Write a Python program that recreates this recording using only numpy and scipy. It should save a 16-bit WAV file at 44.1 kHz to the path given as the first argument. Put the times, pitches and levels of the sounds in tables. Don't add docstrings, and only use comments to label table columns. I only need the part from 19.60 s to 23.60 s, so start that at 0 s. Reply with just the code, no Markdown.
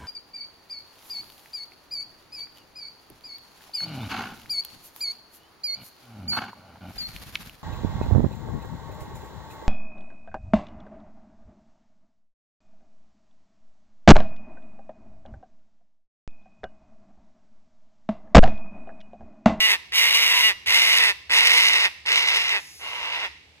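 import sys
import numpy as np
from scipy import signal
from scipy.fft import rfft, irfft, next_fast_len
from scipy.io import wavfile
from scipy.ndimage import uniform_filter1d, map_coordinates

SR = 44100
rng = np.random.default_rng(int(sys.argv[2]) if len(sys.argv) > 2 else 0)


def materialize(psi):
    bounded = np.clip(np.atleast_2d(psi).T, -1, 1)
    quanta = np.round(bounded * 32767).astype(np.int16)
    wavfile.write(sys.argv[1], SR, quanta)


N = 176400


def cockatoo():
    # (time [s], pitch before bending [Hz], roughness [0-1])
    contour = [(.08, 223.5, 0.62), (.33, 225.4, 0.95), (.44, 229.1, 0.52), (.53, 232.9, 0.94),
               (.62, 223.2, 0.49), (.7, 240.5, 0.51), (.78, 237.9, 0.62), (.83, 222.8, 0.51),
               (.905, 224.6, .45), (1.12, 235.9, 0.83), (1.25, 236.6, .5), (1.3, 220.3, 0.34),
               (1.38, 233.9, 0.88), (1.46, 226.6, 0.38), (1.72, 231.5, 0.7), (1.91, 243.7, 0.79),
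               (2.04, 218.8, 0.66), (2.13, 241, .9), (2.23, 220.7, 0.72), (2.55, 229.1, 0.88),
               (2.87, 214.6, 0.76), (3.55, 222.7, 0.82)]
    # (start [s], end [s])
    clear_spells = [(-.1, .068), (.826, .888)]
    clear_hz, edge_s = 218.8, .005
    t = np.arange(N) / SR
    pitch, rough = curves(contour, t)
    loud, bend, closed, calm = gestures(t)
    clear = sum(np.tanh((t - a) / edge_s) - np.tanh((t - b) / edge_s) for a, b in clear_spells) / 2
    pitch = pitch * bend * (1 - clear) + clear_hz * clear
    rough = np.clip(rough * (1 - calm) * (1 - clear), .04, 1)
    source = loud * spitting(steady_breath(syrinx(pitch, rough)), rough)
    waver = .25 * rough * wobble(18)
    voice = throat_and_beak(source, np.clip(closed * (1 - clear) + waver, -.5, 1))
    return voice + nasal_ring(voice * clear)


def gestures(t):
    # (start [s], end [s], level the swell ends on [dB], swell [dB], attack [s])
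    screeches = [(-.3, 0.173, -16, 8.5, .06), (0.317, 0.937, -18, -2, 0.093),
                 (1.058, 1.534, -16, -1.5, 0.056), (1.694, 2.292, -16, -2.5, 0.057),
                 (2.453, 3.01, -20, -4.5, 0.052), (3.193, 3.689, -18, 5, 0.062)]
    # (time [s], boost [dB], half width [s])
    surges = [(2.255, 2, .016), (2.58, 2, .02), (2.762, 4, .008), (2.962, 1.5, .012)]
    release_s, climb_s, sag_s, open_s, close_s = .037, .04, .03, .015, .065
    loud, bend, closed, calm = np.zeros(N), np.ones(N), np.ones(N), np.zeros(N)
    for start, end, db, swell_db, attack_s in screeches:
        on = (t > start) & (t < end)
        since, left = t[on] - start, end - t[on]
        shape = np.minimum(since / attack_s, 1) ** .63 * np.minimum(left / release_s, 1) ** 1.31
        loud[on] = shape * amp(db + swell_db * (since / (end - start) - 1))
        bend[on] = (1 - .45 * np.exp(-(since / climb_s) ** 2)) * (1 - .3 * np.exp(-left / sag_s))
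        closed[on] = np.maximum(np.exp(-since / open_s), np.exp(-left / close_s))
        calm[on] = .826 * np.exp(-(left / (2 * sag_s)) ** 2)
    surge_db = sum(db * np.exp(-((t - s) / width) ** 2) for s, db, width in surges)
    flutter_db = .69 * wobble(24.47)
    return loud * amp(surge_db + flutter_db), bend, closed, calm


def syrinx(pitch, rough, wander=.035, jitter_cycles=.1188, rasp_cycles=.94):
    samples = np.arange(N)
    cycles = np.cumsum(pitch * (1 + wander * rough * wobble(60))) / SR
    k = np.arange(1, int(cycles[-1]))
    shift, _, stray_size, stray_shift = rng.standard_normal((N // 100, 4))[:len(k)].T
    pulse_rough = np.interp(k, cycles, rough)
    at = np.sort(np.interp(k + jitter_cycles * pulse_rough * shift, cycles, samples))
    stray_at = np.interp(k + .5 + stray_shift / 6, cycles, samples)
    train = pulses(at, np.ones(len(k))) + pulses(stray_at, pulse_rough * stray_size)
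    latest = at[np.maximum(np.searchsorted(at, samples) - 1, 0)]
    gate = unit(np.exp(-np.abs(samples - latest) * pitch / SR / rasp_cycles))
    rasp = .12 + .88 * rough
    flow = train * np.sqrt(SR / pitch.mean()) + rasp * gate * rng.standard_normal(N)
    return flow / np.sqrt(1 + rasp ** 2 + rough ** 2)


def steady_breath(flow, window_s=.015):
    size = int(window_s * SR)
    power = uniform_filter1d(uniform_filter1d(flow ** 2, size), size)
    return flow / np.sqrt(np.abs(power) + 1e-12)


def spitting(source, rough, corner_hz=5440):
    treble = filtered(source, lambda hz: 1 - 1 / (1 + (hz / corner_hz) ** 2) ** 2)
    spit_db = rough * (4 * wobble(260) + 2 * wobble(45))
    return source + treble * (unit(amp(spit_db)) - 1)


def throat_and_beak(source, closed, steps=4):
    # (frequency [Hz], relative level [dB])
    throat = [(120, -80.5), (230, -44), (330, -28), (440, -24.5), (600, -24), (780, -23.5), (980, -14),
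              (1220, -19), (1500, -16), (1780, -12.5), (1950, -1.5), (2090, 2.5), (2250, -0.5), (2500, -5),
              (2840, 2.5), (3050, -5.5), (3300, -7.5), (3780, -3.5), (4400, -10.5), (5300, -9.5),
              (6500, -18.5), (7600, -24), (9000, -23), (12000, -24), (14000, -24.5), (15800, -37.5)]
    voice = np.zeros(N)
    for closure in np.arange(-steps // 2, steps + 1) / steps:
        weight = np.maximum(1 - steps * np.abs(closed - closure), 0)
        response = ring(throat, scale=1 - .11 * closure, db_per_octave=-3.5 * max(closure, 0) ** 2)
        voice += signal.fftconvolve(source * weight, response)[:N]
    return voice


def nasal_ring(voice):
    # (frequency [Hz], width [Hz], gain [dB])
    modes = [(1980, 54, 0.5), (2844, 57, 2.5)]
    return filtered(voice, lambda f: sum(amp(db) * 1j * f * width / (hz * hz - f * f + 1j * f * width)
                                         for hz, width, db in modes))


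def hollow_tones():
    # (start [s], end [s], first pitch [Hz], last pitch [Hz], level [dB], waver [share of pitch])
    tones = [(0.701, 0.828, 1019, 964, -31, 0.013), (3.273, 3.681, 978.6, 962.5, -40.5, .05)]
    t, out = np.arange(N) / SR, np.zeros(N)
    for start, end, first_hz, last_hz, db, waver in tones:
        progress = np.clip((t - start) / (end - start), 0, 1)
        hz = (first_hz + (last_hz - first_hz) * progress) * (1 + waver * wobble(200))
        swell = amp(db + 1.7 * wobble(70)) * np.sqrt(np.abs(np.sin(np.pi * progress)))
        out += swell * np.sin(2 * np.pi * np.cumsum(hz) / SR)
    return out


def beamed(voice, loss_share):
    # (time [s], loss at 2 kHz before loss_share [dB], left channel's lead [ms])
    flight = [(0, -0.15, -0.011), (.6, -0.5, -0.02), (1.3, 0.5, -0.0044), (1.9, 1.44, 0.0061),
              (2.1, 1.9, 0.0057), (2.3, 3.5, 0.014), (2.57, 4, 0.012), (2.68, 4.5, 0.016),
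              (2.95, 3.5, 0.0052), (3.25, 18, 0.011), (3.45, 13.5, 0.01), (3.6, 15, .008)]
    # (frequency [Hz], multiple of that loss [ratio])
    beam = [(400, 0.3), (700, -0.22), (1000, 0.09), (1400, 0.22), (2000, 1), (2900, 0.7), (4000, 1.3),
            (7000, 1.97), (10000, 4.5), (15000, 6)]
    hz, t, spectra = signal.stft(voice, SR, nperseg=256)
    loss_db, lead_ms = curves(flight, t)
    spectra = spectra * amp(-loss_share * along(beam, hz)[:, None] * loss_db)
    lead = np.exp(1j * np.pi * hz[:, None] * lead_ms / 1000)
    return signal.istft(np.array([spectra * lead, spectra / lead]), SR, nperseg=256)[1][:, :N]


def wings():
    # (time [s], level [dB])
    wingbeats = [(.965, -49), (1.08, -51)]
    snaps = [(2.765, -32)]
    rustles = [(2.93, -50), (3.25, -50)]
    # (frequency [Hz], relative level [dB])
    puff = [(25, -21), (80, 8), (130, -12), (300, -25), (1000, -80)]
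    snap = [(500, -40), (3000, -12), (11000, 3), (15000, -10)]
    feathers = [(2000, -22), (5000, 5.5), (6700, 2.5), (8500, -11), (10500, 0), (12500, -8), (15000, -14)]
    return (bursts(wingbeats, puff, half_width_s=.023) + bursts(snaps, snap, half_width_s=.0023)
            + bursts(rustles, feathers, half_width_s=.22))


def woods(voice, trunks=10, trunks_db=-10.5, latest_s=.02, tail_db=-17.5):
    # (frequency [Hz], time to fall 60 dB [s])
    decay = [(200, 0.24), (1000, 0.47), (2200, 0.75), (5000, 0.75), (12000, 0.43)]
    # (frequency [Hz], gain [dB])
    colour = [(300, -1), (1000, 3.5), (2100, -4.5), (3500, -5.5), (7000, -1.5), (14000, 1)]
    hz, t, spectra = signal.stft(rng.standard_normal((2, SR)), SR, nperseg=256)
    tail = signal.istft(spectra * amp(-60 * t / along(decay, hz)[:, None]), SR, nperseg=256)[1]
    response = amp(tail_db) * tail / np.linalg.norm(tail[0])
    for part in response:
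        delays = (SR * latest_s * rng.uniform(.1, 1, trunks)).astype(int)
        part[delays] += amp(trunks_db) * rng.standard_normal(trunks) / np.sqrt(trunks)
    mid, side = signal.fftconvolve(voice[None], response, axes=1)[:, :N]
    return filtered(spread(mid, side, width=.95), lambda hz: amp(along(colour, hz)))


def background(drone_db=-61, hiss_db=-58):
    # (frequency [Hz], relative level [dB])
    drone = [(20, -24), (45, -23), (62, -4.5), (77, 0.5), (92, -7.5), (135, -16), (158, -7), (185, -18),
             (400, -16), (900, -25.5), (3000, -70)]
    hiss = [(180, -37), (300, 2), (550, -41), (738, 2), (1420, -5), (2070, 2), (2280, 4), (3730, 0),
            (15000, -28)]
    return (amp(drone_db) * spread(noise(drone), noise(drone), width=.26)
            + amp(hiss_db) * spread(noise(hiss), noise(hiss), width=1))


def amp(db):
    return 10 ** (np.asarray(db) / 20)


def unit(x):
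    return x / np.sqrt(np.mean(x ** 2) + 1e-20)


def along(points, hz):
    freqs, values = np.transpose(points)
    return np.interp(np.log(hz + 1), np.log(freqs + 1), values)


def curves(rows, t):
    times, *columns = np.transpose(rows)
    return [np.interp(t, times, column) for column in columns]


def wobble(rate):
    return map_coordinates(rng.standard_normal(int(N * rate / SR) + 4), [np.arange(N) * rate / SR])


def filtered(x, response):
    size = next_fast_len(N + SR // 2)
    return irfft(rfft(x, size) * response(np.fft.rfftfreq(size, 1 / SR)), size)[..., :N]


def noise(spectrum):
    return unit(filtered(rng.standard_normal(N), lambda hz: amp(along(spectrum, hz))))


def bursts(rows, spectrum, half_width_s):
    t = np.arange(N) / SR
    return noise(spectrum) * sum(amp(db) * np.exp(-((t - s) / half_width_s) ** 2) for s, db in rows)


def ring(spectrum, scale, db_per_octave, size=4096):
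    hz = np.fft.rfftfreq(size, 1 / SR)
    cepstrum = irfft(np.log(amp(along(spectrum, hz / scale) + db_per_octave * np.log2(hz + 20))))
    cepstrum[1:size // 2] *= 2
    cepstrum[size // 2 + 1:] = 0
    response = irfft(np.exp(rfft(cepstrum)))
    return response / np.linalg.norm(response)


def pulses(at, sizes, order=8):
    index = np.floor(at).astype(int)[:, None] + np.arange(1 - order, order + 1)
    offset = index - at[:, None]
    taps = sizes[:, None] * np.sinc(offset) * np.cos(np.pi * offset / (2 * order)) ** 2
    return np.bincount(np.clip(index + 1, 0, N + 1).ravel(), taps.ravel(), N + 2)[1:-1]


def spread(mid, side, width):
    return np.array([mid + width * side, mid - width * side]) / np.hypot(1, width)


def scene():
    voice = cockatoo() + hollow_tones()
    direct = beamed(voice, loss_share=.75)
    echo = woods(beamed(voice, loss_share=.14)[0])
    return direct + echo + wings() + background()


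def record(dry):
    # (frequency [Hz], left minus right [dB])
    balance = [(60, 0.5), (80, 0.5), (110, 0.0), (140, -1.0), (190, -4.5), (260, -6.0), (340, -3.0),
               (460, -0.5), (610, -0.5), (820, -2.5), (1100, -5.5), (1470, -4.0), (1960, -5.0),
               (2620, -1.0), (3510, 1.5), (4690, -0.5), (6270, -3.0), (8390, 7.5), (11200, 14.0),
               (15000, 14.0)]
    # (frequency [Hz], left's lead [rad])
    phase = [(0, 0), (950, 0.0), (1210, 0.7), (2410, 2.3), (2930, 2.5), (5680, 4.0), (6370, 5.3),
             (7150, 6.2), (8270, 6.6), (10100, 5.8), (11800, 7.1), (13400, 8.8), (14100, 8.3), (15400, 9.3)]
    ceiling, top_hz = .97, 15800

    def ports(hz):
        ratio, lead = amp(along(balance, hz)), np.exp(.5j * along(phase, hz))
        return np.array([ratio * lead, 1 / lead]) * np.sqrt(2 / (1 + ratio ** 2))
    picked_up = filtered(dry, ports)
    rounded = picked_up / (1 + (picked_up / ceiling) ** 6) ** (1 / 6)
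    return filtered(rounded, lambda hz: hz < top_hz)


dry = scene()
out = record(dry)
materialize(out)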